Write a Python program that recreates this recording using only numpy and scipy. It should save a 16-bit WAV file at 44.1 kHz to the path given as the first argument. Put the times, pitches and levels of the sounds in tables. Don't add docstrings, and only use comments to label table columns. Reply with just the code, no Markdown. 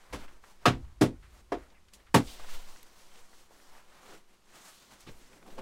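import sys
import numpy as np
from scipy import signal
from scipy.io import wavfile
from scipy.ndimage import uniform_filter1d

SR = 44100
rng = np.random.default_rng(int(sys.argv[2]) if len(sys.argv) > 2 else 0)


def output_pcm(signal):
    pcm = np.clip(np.atleast_2d(signal).T, -1, 1) * 32767
    wavfile.write(sys.argv[1], SR, np.round(pcm).astype(np.int16))


N = 247401


def undb(db):
    return 10 ** (np.asarray(db) / 20)


def on_log(hz, points_hz, values):
    return np.interp(np.log(hz), np.log(points_hz), values)


def band(hz, octaves, size):
    edges = np.clip([hz * 2 ** (-octaves / 2), hz * 2 ** (octaves / 2)], 1, SR / 2.1)
    bandpass = signal.butter(2, edges, "band", fs=SR, output="sos")
    run_in = SR // 4
    x = signal.sosfilt(bandpass, rng.standard_normal(size + run_in))[run_in:]
    return x / x.std()


def walk(rate):
    k = int(SR / rate)
    held = np.repeat(rng.standard_normal(N // k + 1), k)
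    slewed = uniform_filter1d(uniform_filter1d(held, k), k)
    return 1.3 * slewed[:N]


def fade(t, t60, rise_s):
    return (1 - np.exp(-t / rise_s)) * np.exp(-np.log(1000) * t / t60)


def add(out, s, x):
    i = int(s * SR)
    out[i:i + len(x)] += x[:N - i]


def curve(table):
    return np.interp(np.arange(N) / SR, *np.transpose(table))


STEP_DB = 20


def swells_db(rows, peak_db):
    t = np.arange(0, N, 64) / SR
    power = 1e-12
    for (s, rise_s, hold_s, fall_s), db in zip(rows, peak_db):
        away = np.maximum((s - t) / rise_s, (t - s - hold_s) / fall_s)
        power = power + undb(db - STEP_DB * np.clip(away, 0, None)) ** 2
    return curve(np.transpose([t, 10 * np.log10(power)]))


# f/Hz, level/dB of each half-octave band
STILL_AIR = [(70, -86), (130, -85.5), (300, -82), (1000, -83.5), (3000, -80.5), (8000, -80.5),
             (15000, -89.5)]
# f/Hz, width/octaves, level/dB
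HOLLOWS = [(50, .25, -79), (202, 0.2, -78), (358, 0.2, -80), (1072, 0.57, -78)]


def air():
    out = np.zeros(N)
    for hz in 60 * 2 ** np.arange(0, 8.1, .5):
        out += undb(on_log(hz, *np.transpose(STILL_AIR))) * band(hz, 0.63, N)
    for hz, octaves, db in HOLLOWS:
        waver_db = 1.3 * walk(4.3)
        out += undb(db + waver_db) * band(hz, octaves, N)
    return out


# f/Hz, level/dB per Hz, relative to the moves
RUSTLE = [(59, -43), (100, -12.5), (206, -4.5), (308, -6.5), (365, 8), (461, -6.5), (970, -5),
          (2470, -11.5), (8280, -14), (12700, -26.5), (16000, -24)]
# full level from t/s, rise/s, hold/s, fall/s,
# rustle level/dB, swish level/dB against the rustle, shuffle level/dB
MOVES = [(0.0, .02, 0.021, 0.17, -64, -4, -71), (0.192, 0.16, .05, .06, -54, -5.5, -54.5),
         (0.287, .04, 0.041, 0.18, -62.5, -6.5, -63), (0.439, 0.044, 0.08, 0.14, -64.5, -2.5, -69),
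         (0.628, 0.048, .05, .4, -61.5, -6, -64), (0.836, 0.11, .02, .03, -66.5, -11, -64.5),
         (1.13, .1, .04, 0.058, -68.5, -15, -69), (1.231, 0.057, .04, 0.41, -73, 3, -71),
         (1.365, 0.13, .04, 0.048, -66, -4, -67.5), (1.588, 0.12, 0.053, 0.13, -62, -9, -57),
         (1.72, 0.11, 0.02, .11, -70.5, -11, -70), (1.933, 0.017, 0.015, 0.24, -62.5, -6, -66),
         (2.26, .1, 0.058, 0.28, -62, 8.5, -57.5), (2.405, 0.14, .03, 1, -56.5, -2.5, -57.5),
         (2.507, 0.13, 0.027, .3, -60.5, 6, -72.5), (2.66, 0.1, 0.051, 0.21, -63, -1, -70),
         (3, 0.2, 0.04, 0.19, -64.5, 2.5, -70), (3.14, 0.17, 0.042, 0.17, -63, -1, -66),
         (3.329, .15, 0.092, 0.099, -69, 3.5, -68), (3.525, 0.055, 0.13, 0.27, -68.5, 2, -67),
         (3.746, 0.54, 0.023, 0.19, -60.5, -5, -65.5), (3.954, 0.29, 0.13, 0.22, -62.5, -5, -69),
         (4.111, 0.19, 0.04, 0.073, -55, -5.5, -55), (4.293, 0.051, .06, .1, -71, -4.5, -74.5),
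         (4.551, 0.094, 0.015, 0.19, -56.5, -4, -58.5), (4.653, 0.18, 0.077, 0.29, -62, 4, -67.5),
         (4.823, .04, 0.016, 0.048, -66.5, -2, -65), (4.92, 0.099, 0.021, 0.12, -62.5, -3, -62),
         (5, .04, .02, 0.11, -64, 1.5, -72), (5.11, 0.25, .02, 0.22, -65, 2.5, -58.5),
         (5.202, 0.16, 0.067, 0.14, -68, 2.5, -65), (5.34, 0.16, .02, 0.22, -65, -1.5, -60.5),
         (5.478, 0.34, 0.094, .1, -63.5, -2, -55.5), (5.572, .03, .04, .1, -60.5, -7, -46.5)]


def cloth():
    *shape, level, swish, shuffle = np.transpose(MOVES)
    rows = np.transpose(shape)
    level_db = swells_db(rows, level)
    swish_db = swells_db(rows, level + swish)
    shuffle_db = swells_db(rows, shuffle)
    rustle_hz, rustle_db = np.transpose(RUSTLE)
    snaps = (rng.random(N) < 30 / SR) * rng.exponential(0.45, N)
    crackle = signal.lfilter([1], [1, -np.exp(-1 / (0.002 * SR))], snaps)
    jerks = undb(1.0 * walk(25) + 0.88 * walk(90)) * (1 + 0.35 * crackle)
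    out = np.zeros(N)
    for hz in 110 * 2 ** np.arange(0, 7.6, .5):
        swish_share = on_log(hz, (1800, 4000), (0, 1))
        shuffle_share = on_log(hz, (400, 800), (1, 0))
        level_share = 1 - shuffle_share - swish_share
        moving_db = shuffle_share * shuffle_db + swish_share * swish_db + level_share * level_db
        width_db = 10 * np.log10(hz / 1000)
        flicker_db = 1.6 * walk(14)
        db = on_log(hz, rustle_hz, rustle_db) + width_db + moving_db + flicker_db
        out += undb(db) * band(hz, 0.65, N)
    return jerks * out


# t/s, level/dB
SWAY = [(0.0, -60), (0.22, -42), (0.48, -59), (0.58, -49.5), (0.67, -60), (0.73, -51), (0.82, -52),
        (1.0, -61), (1.05, -47), (1.34, -64.5), (1.86, -58.5), (2.14, -61), (2.36, -41.5), (2.62, -35),
        (2.76, -47), (2.94, -55), (4.2, -56.5), (4.9, -67), (5.2, -45), (5.41, -59), (5.56, -41.5),
        (5.61, -44)]
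# full level from t/s, rise/s, hold/s, fall/s, level/dB
LOADS = [(0.142, 0.053, .01, 0.09, -42.5), (0.3, .1, 0.11, 0.27, -63), (0.677, 0.054, 0.18, 0.16, -42.5),
         (1.045, 0.1, .02, 0.48, -45.5), (1.547, 0.06, .01, 0.13, -46), (1.761, 0.083, .05, 0.8, -64),
         (2.215, 0.13, 0.033, 0.092, -43), (2.4, .1, .02, .1, -54), (2.6, 0.089, 0.018, 0.082, -71),
         (4.91, 0.084, .01, .1, -68.5), (5.11, .1, 0.013, 0.085, -55.5), (5.408, .1, .2, .1, -73)]


def body():
    loads = np.array(LOADS)
    rocking = undb(curve(SWAY)) * band(5.8, 1.65, N)
    rumble = undb(swells_db(loads[:, :-1], loads[:, -1])) * band(42, 1.3, N)
    return rocking + rumble


# t/s; six colour levels/dB (thud, boom, boards, knock, crack, grit); contact/s; # decay
# stretch/ratio; thud lag/s; boot shell low f/Hz, level/dB, high f/Hz, level/dB; # time/s after which the boards
BLOWS = [(0.125, -48, -40, -43.5, -44.5, -44, -52, 0.022, 0.89, 0.0058, 512, -36.5, 1030, -38, .2),
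         (0.655, -17.5, -18.5, -23, -18, -21.5, -36.5, 0.0079, 0.94, 0.012, 711, -17, 1241, -13, 0.15),
         (1.01, -20.5, -15.5, -20, -27.5, -31, -36.5, .013, 0.9, 0.0015, 311.8, -15, 692, -31, .13),
         (1.519, -52, -42.5, -27, -32, -43.5, -58.5, 0.0081, 0.85, 0.00033, 461, -27.5, 704, -23.5, 0.056),
         (2.142, -17.5, -12, -18, -18, -23.5, -28, 0.0078, 0.87, 0.0042, 292.3, -16.5, 934, -14, 0.068),
         (5.064, -48.5, -49.5, -50, -60, -51, -70, 0.031, 0.38, 0.00067, 354, -56.5, 1201, -50, 0.034),
         (5.578, -68.5, -43, -48, -45, -52, -64.5, 0.015, 0.36, 0.0054, 535, -38.5, 960, -54, .05)]
BLOW_BANDS_HZ = (120, 200, 330, 950, 3000, 9500)
# f/Hz, level/dB against the blow's colour, t60/s before the stretch
BOARDS = [(62, -13.5, 0.09), (94, -4, .25), (126.5, 3.5, 0.24), (167.9, -1.5, 0.18), (192.1, -3.5, 0.24),
          (239.4, 1, .26), (276.4, -1.5, 0.31), (300.7, 2, 0.17), (334.8, -8, 0.39), (396.3, 3, 0.18),
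          (436.3, -5, .13), (464.3, -3, 0.18), (505, -4, 0.24), (593, -1, 0.14), (674, -11, .13),
          (716, -4.5, 0.2), (861, -6, 0.089), (895, 3, 0.078), (1073, -1.5, 0.073), (1125, -14.5, .09),
          (1115, 0, 0.12), (1282, -6.5, .07), (1383, -9.5, 0.079), (1649, -5, 0.11), (1640, -20, .14),
          (2195, -10.5, 0.054), (2670, -7.5, .12)]
# f/Hz, level/dB against the blow's colour, t60/s before the stretch
CABIN = [(400, -8, 0.22), (990, -5, 0.16), (2530, -4.5, 0.17), (6000, -3.5, 0.16), (11430, -2.5, 0.14),
         (16300, -24.5, 0.12)]
BOARDS_DB, CABIN_DB = -5, -1.5
SETTLE_SHARE = 0.17


def blows():
    out, t = np.zeros(N), np.arange(SR // 2) / SR
    cabin_hz, cabin_db, cabin_t60 = np.transpose(CABIN)
    for s, *colour_db, contact_s, stretch, lag_s, low_hz, low_db, high_hz, high_db, damped_s in BLOWS:
        held = np.clip(t - contact_s, 0, None)
        choke = undb(-250 * np.clip(t - damped_s, 0, None))
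        force_s = SETTLE_SHARE * contact_s
        for hz, db, t60 in BOARDS:
            detune, phase, place = rng.standard_normal(3)
            rise = 1 - np.exp(-t / (force_s + 0.57 / hz))
            place_db = 1.2 * place
            gain = undb(on_log(hz, BLOW_BANDS_HZ, colour_db) + db + BOARDS_DB + place_db)
            ring = np.sin(2 * np.pi * (hz * (1 + 0.0075 * detune) * t + phase))
            decay = fade(held + 0.0004, t60 * stretch, 1e-4)
            late_s = lag_s * on_log(hz, (150, 500), (1, 0))
            add(out, s + late_s, gain * rise * decay * choke * ring)
        rattle = undb(.9 * walk(250)[:len(t)])
        for hz in 400 * 2 ** np.arange(0, 5.6, .5):
            echo_db = on_log(hz, cabin_hz, cabin_db) + CABIN_DB
            gain = undb(on_log(hz, BLOW_BANDS_HZ, colour_db) + echo_db)
            rise = 1 - np.exp(-t / (force_s + 0.27 / hz))
            tail = fade(held + 0.00075, on_log(hz, cabin_hz, cabin_t60) * stretch, 1e-4)
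            add(out, s, gain * rise * tail * rattle * band(hz, 0.6, len(t)))
        for hz, db in ((low_hz, low_db), (high_hz, high_db)):
            shell = np.sin(2 * np.pi * hz * t)
            add(out, s, undb(db) * fade(t, 30 / hz + 0.068, 0.0039) * choke * shell)
    return out


# t/s, nominal peak level/dB, centre f/Hz, t60/s, width/octaves
TICKS = [(.280, -43.5, 1790, 0.064, 1.2), (0.438, -41.5, 1250, 0.085, 1.2), (0.631, -51, 1200, 0.11, 0.81),
         (0.847, -58.5, 2350, 0.13, 1.3), (1.227, -50, 1590, 0.33, 1.3), (1.345, -63, 1190, 0.14, 0.54),
         (1.701, -54, 3510, .06, 1.3), (1.745, -54, 2080, 0.29, 0.51), (1.883, -50.5, 2200, 0.064, 2.5),
         (1.935, -40, 4930, 0.11, 2.1), (2.0, -53, 1490, 0.092, 1.8), (2.067, -50, 1500, 0.15, 1.7),
         (2.271, -42.5, 3470, 0.75, 0.83), (2.395, -35, 894, .04, 0.88), (2.445, -34.5, 940, 0.028, 1.1),
         (2.486, -39, 1150, 0.061, 1.6), (2.760, -40, 1500, 0.024, 1.5), (2.771, -46, 6000, 0.027, 0.73),
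         (2.829, -35.5, 5370, 0.016, 2.9), (3.33, -47, 1190, 0.056, 1.4), (3.507, -47, 500, 0.11, 1.7),
         (3.6, -47, 1200, 0.034, 1.7), (3.75, -46, 1800, 0.043, 1.3), (4.063, -45, 2500, .05, 1.3),
         (4.49, -51, 2000, 0.046, 2.2), (4.555, -45, 3000, 0.054, 2.9), (4.934, -49.5, 2920, 0.089, 4),
         (5.005, -44.5, 6300, 0.066, 1.7), (5.33, -47, 1990, .05, 1.4), (5.427, -39.5, 1210, 0.023, 1.6),
         (5.461, -40.5, 700, .04, 1.1), (5.480, -38, 500, 0.034, 1.7), (5.503, -46, 1520, .03, 2.8),
         (5.523, -41, 452, .04, 0.68)]
TICK_CREST_DB = 9.5


def ticks():
    out, t = np.zeros(N), np.arange(SR // 4) / SR
    for s, db, hz, t60, octaves in TICKS:
        gain = undb(db - TICK_CREST_DB)
        add(out, s, gain * fade(t, t60, 0.00037) * band(hz, octaves, len(t)))
    return out


def scene():
    return (air() + cloth() + body() + blows() + ticks())[None]


TOP_HZ = 15750


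def record(dry):
    rounded = np.tanh(1.5 * dry) / 1.5
    lowpass = signal.ellip(10, .2, 70, TOP_HZ, fs=SR, output="sos")
    return signal.sosfilt(lowpass, rounded)


dry = scene()
out = record(dry)
output_pcm(out)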